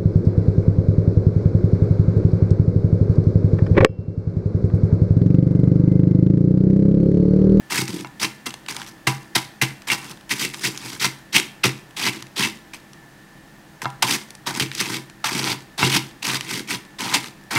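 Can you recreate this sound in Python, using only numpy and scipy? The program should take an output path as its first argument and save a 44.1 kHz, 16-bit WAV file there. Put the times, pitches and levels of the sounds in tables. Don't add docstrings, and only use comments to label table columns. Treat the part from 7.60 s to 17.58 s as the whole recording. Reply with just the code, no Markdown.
import sys
import numpy as np
from scipy import signal
from scipy.fft import rfft, irfft
from scipy.io import wavfile

SR = 44100
rng = np.random.default_rng(int(sys.argv[2]) if len(sys.argv) > 2 else 0)


def generate_wav(sig):
    pcm = np.round(np.clip(np.atleast_2d(sig).T, -1, 1) * 32767).astype(np.int16)
    wavfile.write(sys.argv[1], SR, pcm)


N = 440118

# frequency in Hz, relative level in dB, time to fade by 60 dB in seconds.
BOWL_MODES = [(733, -1.5, 0.16), (803, 3, 0.23), (904, 13, 0.075), (981, 9.5, 0.14), (1110, -36, 0.049),
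              (1175, -9, 0.26), (1351, 16.5, 0.029), (1410, -11, 0.018), (1526, 10, 0.0099)]
PESTLE_MODES = [(2000, -46, 0.058), (2246, -24, 0.048), (2120, 10.5, 0.066), (2214, -0.5, 0.099),
                (2290, 5.5, 0.092), (2280, -14.5, .08), (2730, 6, 0.14), (3300, -37, 0.13),
                (3370, -3, 0.045)]
TABLE_MODES = [(134, 0, .19), (190, -7, .06), (216, -2, .1), (243, -3, .08), (288, -1, .11),
               (325, -1.5, .13), (365, -4.5, .1), (405, -7.5, .08)]

# frequency in Hz, relative level in dB.
CRUNCH_COLOUR = [(500, -53), (1200, -0.5), (1750, -3), (2150, 5.5), (2900, 2.5), (4100, 2), (5000, -2),
                 (5900, -2), (7000, -21), (16000, -38.5)]
HOLLOW_COLOUR = [(100, -14.5), (500, -19.5), (680, -2.5), (950, 10.5), (1500, 5), (1800, -1), (2600, -21.5),
                 (8000, -55.5)]

# touch in seconds, pressing time until the toast gives way in seconds, collapse length in
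# seconds, crumbling level in dB, collapse level in dB, extra bowl ring in dB, extra table thump in dB.
PUSH_ROWS = [(0.097, 0.032, 0.088, -22.5, -25.5, -8, -8.5), (.272, 0.019, 0.12, -31, -40.5, -4.5, 3),
             (.594, 0.032, 0.014, -31.5, -21, -5.5, -5), (.856, 0.0026, 0.011, -36, -28, -3.5, -3),
             (1.081, .006, 0.021, -18, -28.5, -5.5, -8), (1.141, .03, 0.06, -43, -42.5, 4, -6),
             (1.263, 0.012, 0.012, -45, -40.5, -0.5, -9), (1.468, 0.002, 0.0032, -24, -12.5, -2, -2),
             (1.749, 0.0027, 0.0095, -18, -12.5, -6, -21), (2.012, .004, 0.0026, -22, -14, -6, -4.5),
             (2.268, .038, 0.029, -26.5, -21.5, -5.5, -8), (2.378, 0.13, 0.0057, -41, -38.5, -4, -8),
             (2.689, 0.027, 0.0026, -54, -18, -11, -3), (2.752, 0.059, 0.037, -39, -21, -13, -5),
             (2.928, 0.12, 0.022, -39.5, -20, -13, -5.5), (3.108, 0.12, .135, -41.5, -38, -4.5, -8.5),
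             (3.393, 0.033, 0.027, -36, -17, -10.5, -8.5), (3.723, 0.029, 0.026, -29, -13.5, -11, -4),
             (4.032, .008, 0.023, -31, -16, -7.5, -1), (4.362, 0.078, 0.039, -24.5, -20, -8.5, -7.5),
             (4.52, 0.062, 0.027, -37, -46, -9, -2.5), (4.758, 0.073, 0.025, -21, -18, -10, -4.5),
             (5.133, 0.0018, 0.00097, -43, -33, -6.5, -18), (6.217, 0.00059, .001, -38, -31, -1, -3),
             (6.421, 0.0031, 0.0092, -19, -17, 3, -4.5), (6.461, 0.047, 0.034, -24.5, -19, -7.5, -6),
             (6.858, 0.021, 0.0093, -52, -22, 2, -2.5), (6.933, 0.037, 0.0047, -39, -29, -5, 0.5),
             (6.996, 0.0042, 0.023, -27, -22.5, -9, -2.5), (7.12, 0.086, 0.0035, -38.5, -16.5, -11.5, -4),
             (7.228, 0.1, 0.041, -28, -27.5, -8.5, -3), (7.64, 0.0024, 0.051, -27, -24.5, -3, -20),
             (7.7, 0.077, 0.019, -24.5, -26, -7, -1), (7.808, 0.037, 0.084, -31.5, -26, -3, -2.5),
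             (8.175, 0.018, 0.02, -29, -23, -1.5, -4), (8.223, .004, 0.046, -19, -20, -13, 0.5),
             (8.292, 0.06, .016, -22.5, -16, -9.5, -7.5), (8.62, 0.032, 0.11, -39, -24, -6, -5),
             (8.798, 0.1, 0.094, -39, -28.5, -10, -4.5), (9.071, 0.031, 0.039, -54, -24, -8, -4),
             (9.385, 0.022, 0.14, -32.5, -29.5, -0.5, -4), (9.535, 0.0092, 0.0092, -24, -12.5, -7, -5),
             (9.601, 0.066, 0.0088, -42, -38, -8, -4), (9.904, 0.053, .03, -26.5, -23.5, 0, -6)]


def amp(db):
    return 10 ** (np.asarray(db) / 20)


def unit(x):
    return x / np.sqrt(np.sum(x ** 2) + 1e-20)


def read(points, hz):
    f, value = np.transpose(points)
    return np.interp(np.log(hz + 1), np.log(f + 1), value)


def add(mix, s, sound):
    part = mix[max(round(s * SR), 0):][:len(sound)]
    part += sound[:len(part)]


def through(x, response):
    return signal.oaconvolve(x, response)[:N]


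def band_pass(x, low_hz, high_hz):
    return signal.sosfilt(signal.butter(2, [low_hz, high_hz], "band", fs=SR, output="sos"), x)


def high_pass(x, order, hz):
    return signal.sosfilt(signal.butter(order, hz, "high", fs=SR, output="sos"), x)


def colour(points, size=2048):
    hz = abs(np.fft.fftfreq(size, 1 / SR))
    log_gain = np.log(amp(read(points, hz)))
    spectrum = np.exp(np.conj(signal.hilbert(log_gain)))
    return unit(np.fft.ifft(spectrum).real[:size // 2])


def ring(modes, spread_db=0):
    t = np.arange(SR // 2) / SR
    shares = amp(spread_db * rng.standard_normal(len(modes)))
    out = np.zeros(len(t))
    for share, (hz, db, t60) in zip(shares, modes):
        out += share * amp(db - 60 * t / t60) * np.sin(2 * np.pi * hz * t)
    return out


def scatter(fall_s, db, size=600):
    t = np.arange(size) / SR
    bounces = amp(db) * unit(rng.standard_normal(size) * np.exp(-t / fall_s))
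    return unit(bounces + (t == 0))


def background(waver_hz=4, waver=0.39):
    # frequency in Hz, relative level in dB.
    air_colour = [(15, -59), (25, -8), (108, -14.5), (120, -7), (137, 0.5), (200, -8.5), (263, -6),
                  (326, -7), (427, -14.5), (754, -13.5), (818, -13), (1290, -17.5), (1790, -14.5),
                  (2220, -20.5), (16000, -35)]
    # frequency in Hz, level in dB.
    hum_tones = [(100, -67.5), (150, -69), (199.5, -57), (329, -60), (807, -67.5), (1701, -80.5),
                 (1750, -59), (1798, -72), (1845, -64)]
    hz, t = np.fft.rfftfreq(N, 1 / SR), np.arange(N) / SR
    noise = rfft(rng.standard_normal(N))
    air = unit(irfft(noise * amp(read(air_colour, hz)), N)) * np.sqrt(N)
    hum, knots = np.zeros(N), np.linspace(0, t[-1], num=260)
    for tone_hz, db in hum_tones:
        drift = np.interp(t, knots, rng.standard_normal(len(knots)))
        flutter = np.interp(t, knots, rng.standard_normal(len(knots)))
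        phase = 2 * np.pi * np.cumsum(tone_hz + waver_hz * drift) / SR
        hum += amp(db) * np.sqrt(2) * (1 + waver * flutter) * np.sin(phase)
    return amp(-48) * air + hum


def kitchen(x, delay_s=0.0026):
    # frequency in Hz, time to fade by 60 dB in seconds.
    room_fade = [(150, 0.52), (800, 0.46), (2200, 0.39), (6000, 0.3), (14000, 0.35)]
    hz, t, z = signal.stft(rng.standard_normal(SR // 2), SR, nperseg=256)
    fade = amp(-60 * t / read(room_fade, hz)[:, None])
    tail = signal.istft(z * fade, SR, nperseg=256)[1]
    onset = np.minimum(np.arange(len(tail)) / SR / delay_s, 1) ** 2
    return through(x, unit(tail * onset))


def thuds(contact_s=0.002):
    # start in seconds, peak level in dB before the band filter.
    thud_rows = [(.189, -12), (0.22, -12.5), (.29, -17.5), (0.339, -19), (1.472, -10.5), (1.762, -11.5),
                 (2.02, -12), (6.254, -19.5), (7.009, -13.5), (8.227, -7.5), (8.25, -17), (8.355, -12.5),
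                 (9.956, -11.5)]
    out = np.zeros(N)
    t = np.arange(SR // 50) / SR
    push = np.sin(np.pi * np.minimum(t / contact_s, 1)) ** 2
    for s, db in thud_rows:
        boom = signal.oaconvolve(ring(TABLE_MODES, spread_db=8.0), push)
        add(out, s, amp(db) * boom / abs(boom).max())
    return band_pass(out, 85, 450)


def knocks():
    # start in seconds, bowl strength in dB, pestle strength in dB.
    knock_rows = [(.122, -11.5, -14), (.447, -15, -28.5), (1.471, -20, -8.5), (2.016, -39, -8),
                  (2.301, -29.5, -4.5), (4.04, -4, -24), (6.246, -13, -30), (6.256, -2, -24),
                  (6.423, -23, -12), (7.643, -5.5, -33), (8.229, 1, -5.5), (9.543, -16, -9.5),
                  (9.961, -28, -6)]
    out = np.zeros(N)
    for s, bowl_db, pestle_db in knock_rows:
        click_db = max(bowl_db, pestle_db) - 11
        click = np.convolve(scatter(fall_s=0.00083, db=6.0), colour(CRUNCH_COLOUR))
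        clack = np.convolve(scatter(fall_s=0.0078, db=3), colour(HOLLOW_COLOUR))
        parts = [(bowl_db - 6.5, ring(BOWL_MODES)), (bowl_db - 13.0, clack),
                 (pestle_db, ring(PESTLE_MODES, spread_db=-4.0)), (click_db, click)]
        for db, sound in parts:
            add(out, s, amp(db) * sound / abs(sound).max())
    return high_pass(out, 3, 620)


def strays(count=3, within_s=0.25, spread_db=3):
    rows = []
    for s, press_s, length_s, *_ in PUSH_ROWS:
        lateness = within_s * rng.random(count)
        for late_s, (size, pitch) in zip(lateness, rng.standard_normal((count, 2))):
            fade_db = 4.5 * late_s / (press_s + length_s)
            hz = 2400 * 2 ** (0.16 * pitch)
            rows.append((s + late_s, -22.5 - fade_db + spread_db * size, hz))
    return rows


def snaps(width=1.0, bowl_db=-27):
    # start in seconds, relative peak level in dB, centre in Hz.
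    single_snaps = [(0.2796, -12, 3500), (0.9062, -15, 2460), (0.9404, -14, 2120), (1.063, -19, 1840),
                    (1.0858, -10.5, 1790), (1.1463, -22, 4220), (1.1654, -10.5, 2930), (1.2173, -15, 1840),
                    (1.7541, -6, 2620), (2.22, -26.5, 2160), (2.944, -11.5, 2170), (3.1754, -11, 3980),
                    (3.3508, -24, 5210), (3.449, -9, 3600), (3.799, -4, 2730), (4.309, -29, 2120),
                    (4.6243, -16.5, 2670), (5.136, -29, 2900), (5.333, -26, 3390), (6.218, -13.5, 1200),
                    (6.302, -25, 4000), (6.7055, -19, 6400), (6.7517, -20, 4120), (6.9504, -10, 2120),
                    (6.998, -3, 2050), (7.1157, -13, 1970), (7.1507, -10.5, 5070), (7.4987, -22.5, 2290),
                    (7.641, -13, 1120), (8.228, -22, 2000), (8.748, -26, 1980), (8.809, -7, 2340),
                    (9.4622, -18, 1110), (9.541, -6, 2400), (9.643, -13, 1860)]
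    out, bowl = np.zeros(N), ring(BOWL_MODES)
    for s, db, hz in single_snaps + strays():
        edges = [hz / (1 + width), min(hz * (1 + width), SR / 2 - 1)]
        band = signal.butter(1, edges, "band", fs=SR)
        tick = signal.lfilter(*band, scatter(fall_s=0.0017, db=40))
        add(out, s, amp(db) * tick / abs(tick).max())
        add(out, s, amp(db + bowl_db) * bowl / abs(bowl).max())
    return amp(-3.0) * band_pass(out, 800, 10000)


def clumps(depth_db, per_s=260):
    wander = np.interp(np.arange(N) / SR * per_s, np.arange(N), rng.standard_normal(N))
    gain = amp(depth_db * np.clip(wander, -1.6, 1.6))
    return unit(gain) * np.sqrt(N)


def grains(per_s, spread_db, largest=4.4):
    size = amp(spread_db * np.minimum(rng.exponential(1, N), largest))
    clicks = size * rng.choice([-1, 1], N) * (rng.random(N) < per_s / SR)
    return unit(clicks) * np.sqrt(N)


def fractures(per_s, spread_db, fall_s, bounce_db, chip_db, low_hz, high_hz, cycles=4, piece_s=.012, count=24):
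    size = amp(spread_db * np.minimum(rng.exponential(1, N), 3.5))
    chance = np.clip(per_s / SR, 1e-6, 1)
    clicks = size * rng.choice([-1, 1], N) * (rng.random(N) < chance)
    clicks /= np.sqrt(chance * np.mean(size ** 2))
    piece = rng.random(N)[(np.arange(N) / SR / piece_s).astype(int)]
    kind = ((piece + .13 * rng.standard_normal(N)) % 1 * count).astype(int)
    t, out = np.arange(600) / SR, np.zeros(N)
    for k, hz in enumerate(np.geomspace(low_hz, high_hz, count)):
        chip = amp(chip_db) * unit(np.sin(2 * np.pi * hz * t) * np.exp(-hz * t / cycles))
        out += through(clicks * (kind == k), unit(scatter(fall_s, bounce_db) + chip))
    return out


def collapses(count=4):
    # dB while crumbling, dB in the collapse,
    # dB while settling, dB per dB of force, lag in seconds.
    follow_rows = [(-2.5, 1, 6.5, 1, 0), (-8, -5.5, 5.5, 0.8642, 0.0016), (-1.5, -1.5, 3, 1, 0.0027),
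                   (-2, 0.5, 6, 0.6829, 0.0093)]
    # time in seconds, extra level in dB.
    fizz_level = [(0, 2.5), (.9, 1.5), (1.5, 0.5), (1.8, -0.5), (2.05, 0.5), (2.8, 2), (3.6, 0.5),
                  (4.6, -2), (6.4, 2.5), (7.2, -0.5), (9.9, -0.5)]
    touch_s, avalanche_s, release_s = 0.0053, 0.014, 0.012
    settle_db, settle_s = -27, 0.056
    usual_db = -28.5
    t, power = np.arange(SR) / SR, np.zeros((count, N))
    for s, press_s, length_s, crumble_db, collapse_db, bowl_db, thump_db in PUSH_ROWS:
        touch = np.minimum(t / min(press_s, touch_s), 1)
        build = np.exp(np.minimum(t - press_s, 0) / avalanche_s)
        after = np.maximum(t - press_s - length_s, 0)
        held = np.exp(-after / release_s)
        crumbling = touch * (1 - build)
        collapsing = touch * build * held
        settling = amp(settle_db) * (1 - held) * np.exp(-after / settle_s)
        phases = crumbling, collapsing, settling
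        forces = np.array([crumble_db, collapse_db, collapse_db]) - usual_db
        fizz_db = np.interp(s, *np.transpose(fizz_level))
        own_levels = 0, fizz_db, bowl_db, thump_db
        for layer, own_db, (*phase_db, slope, lag_s) in zip(power, own_levels, follow_rows):
            gains = amp(usual_db + slope * forces + phase_db + own_db)
            add(layer, s + lag_s, (gains @ phases) ** 2)
    return np.sqrt(power)


def crushing():
    # frequency in Hz, relative level in dB.
    fizz_colour = [(2500, -48.5), (5000, 5), (6300, 2), (7000, 0), (8500, 1), (10500, -3), (13000, -7.5),
                   (16000, -14.5)]
    crunch, fizz, bowl, thump = collapses()
    busy = np.clip(crunch / amp(-23.5), .03, 2) ** .72
    bursts = clumps(depth_db=3.3)
    cracks = bursts * fractures(3400 * busy, spread_db=1.5, fall_s=0.0023, bounce_db=12.5,
                                chip_db=-5.5, low_hz=1536, high_hz=7160)
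    dust = bursts * fractures(6000 * busy, spread_db=0.5, fall_s=0.00043, bounce_db=16.0,
                              chip_db=-18.5, low_hz=5160, high_hz=14600)
    direct = amp(-4) * through(cracks * crunch, colour(CRUNCH_COLOUR))
    direct += through((amp(-8.5) * cracks + dust) * fizz, colour(fizz_colour))
    wood = amp(-15) * through(cracks * crunch, unit(ring(PESTLE_MODES)))
    bowl_taps = bursts * grains(per_s=4000, spread_db=4.0) * bowl
    wood += amp(-6.0) * through(bowl_taps, unit(ring(BOWL_MODES)))
    wood += amp(-3.5) * through(cracks * bowl, colour(HOLLOW_COLOUR))
    jolts = bursts * grains(per_s=700, spread_db=1.0) * thump
    table = band_pass(ring(TABLE_MODES), 125, 460)
    return direct + wood + amp(-0.4) * through(jolts, unit(table))


def scene():
    mortar = crushing() + snaps() + knocks() + thuds()
    mortar = high_pass(mortar, 4, 108)
    return (mortar + amp(-12.5) * kitchen(mortar) + background())[None]


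def record(dry, edge_hz=15850):
    rounded = dry / (1 + dry ** 4) ** (1 / 4)
    low_pass = signal.firwin(511, edge_hz, window=("kaiser", 9), fs=SR)
    return signal.oaconvolve(rounded, low_pass[None], "same")


dry = scene()
out = record(dry)
generate_wav(out)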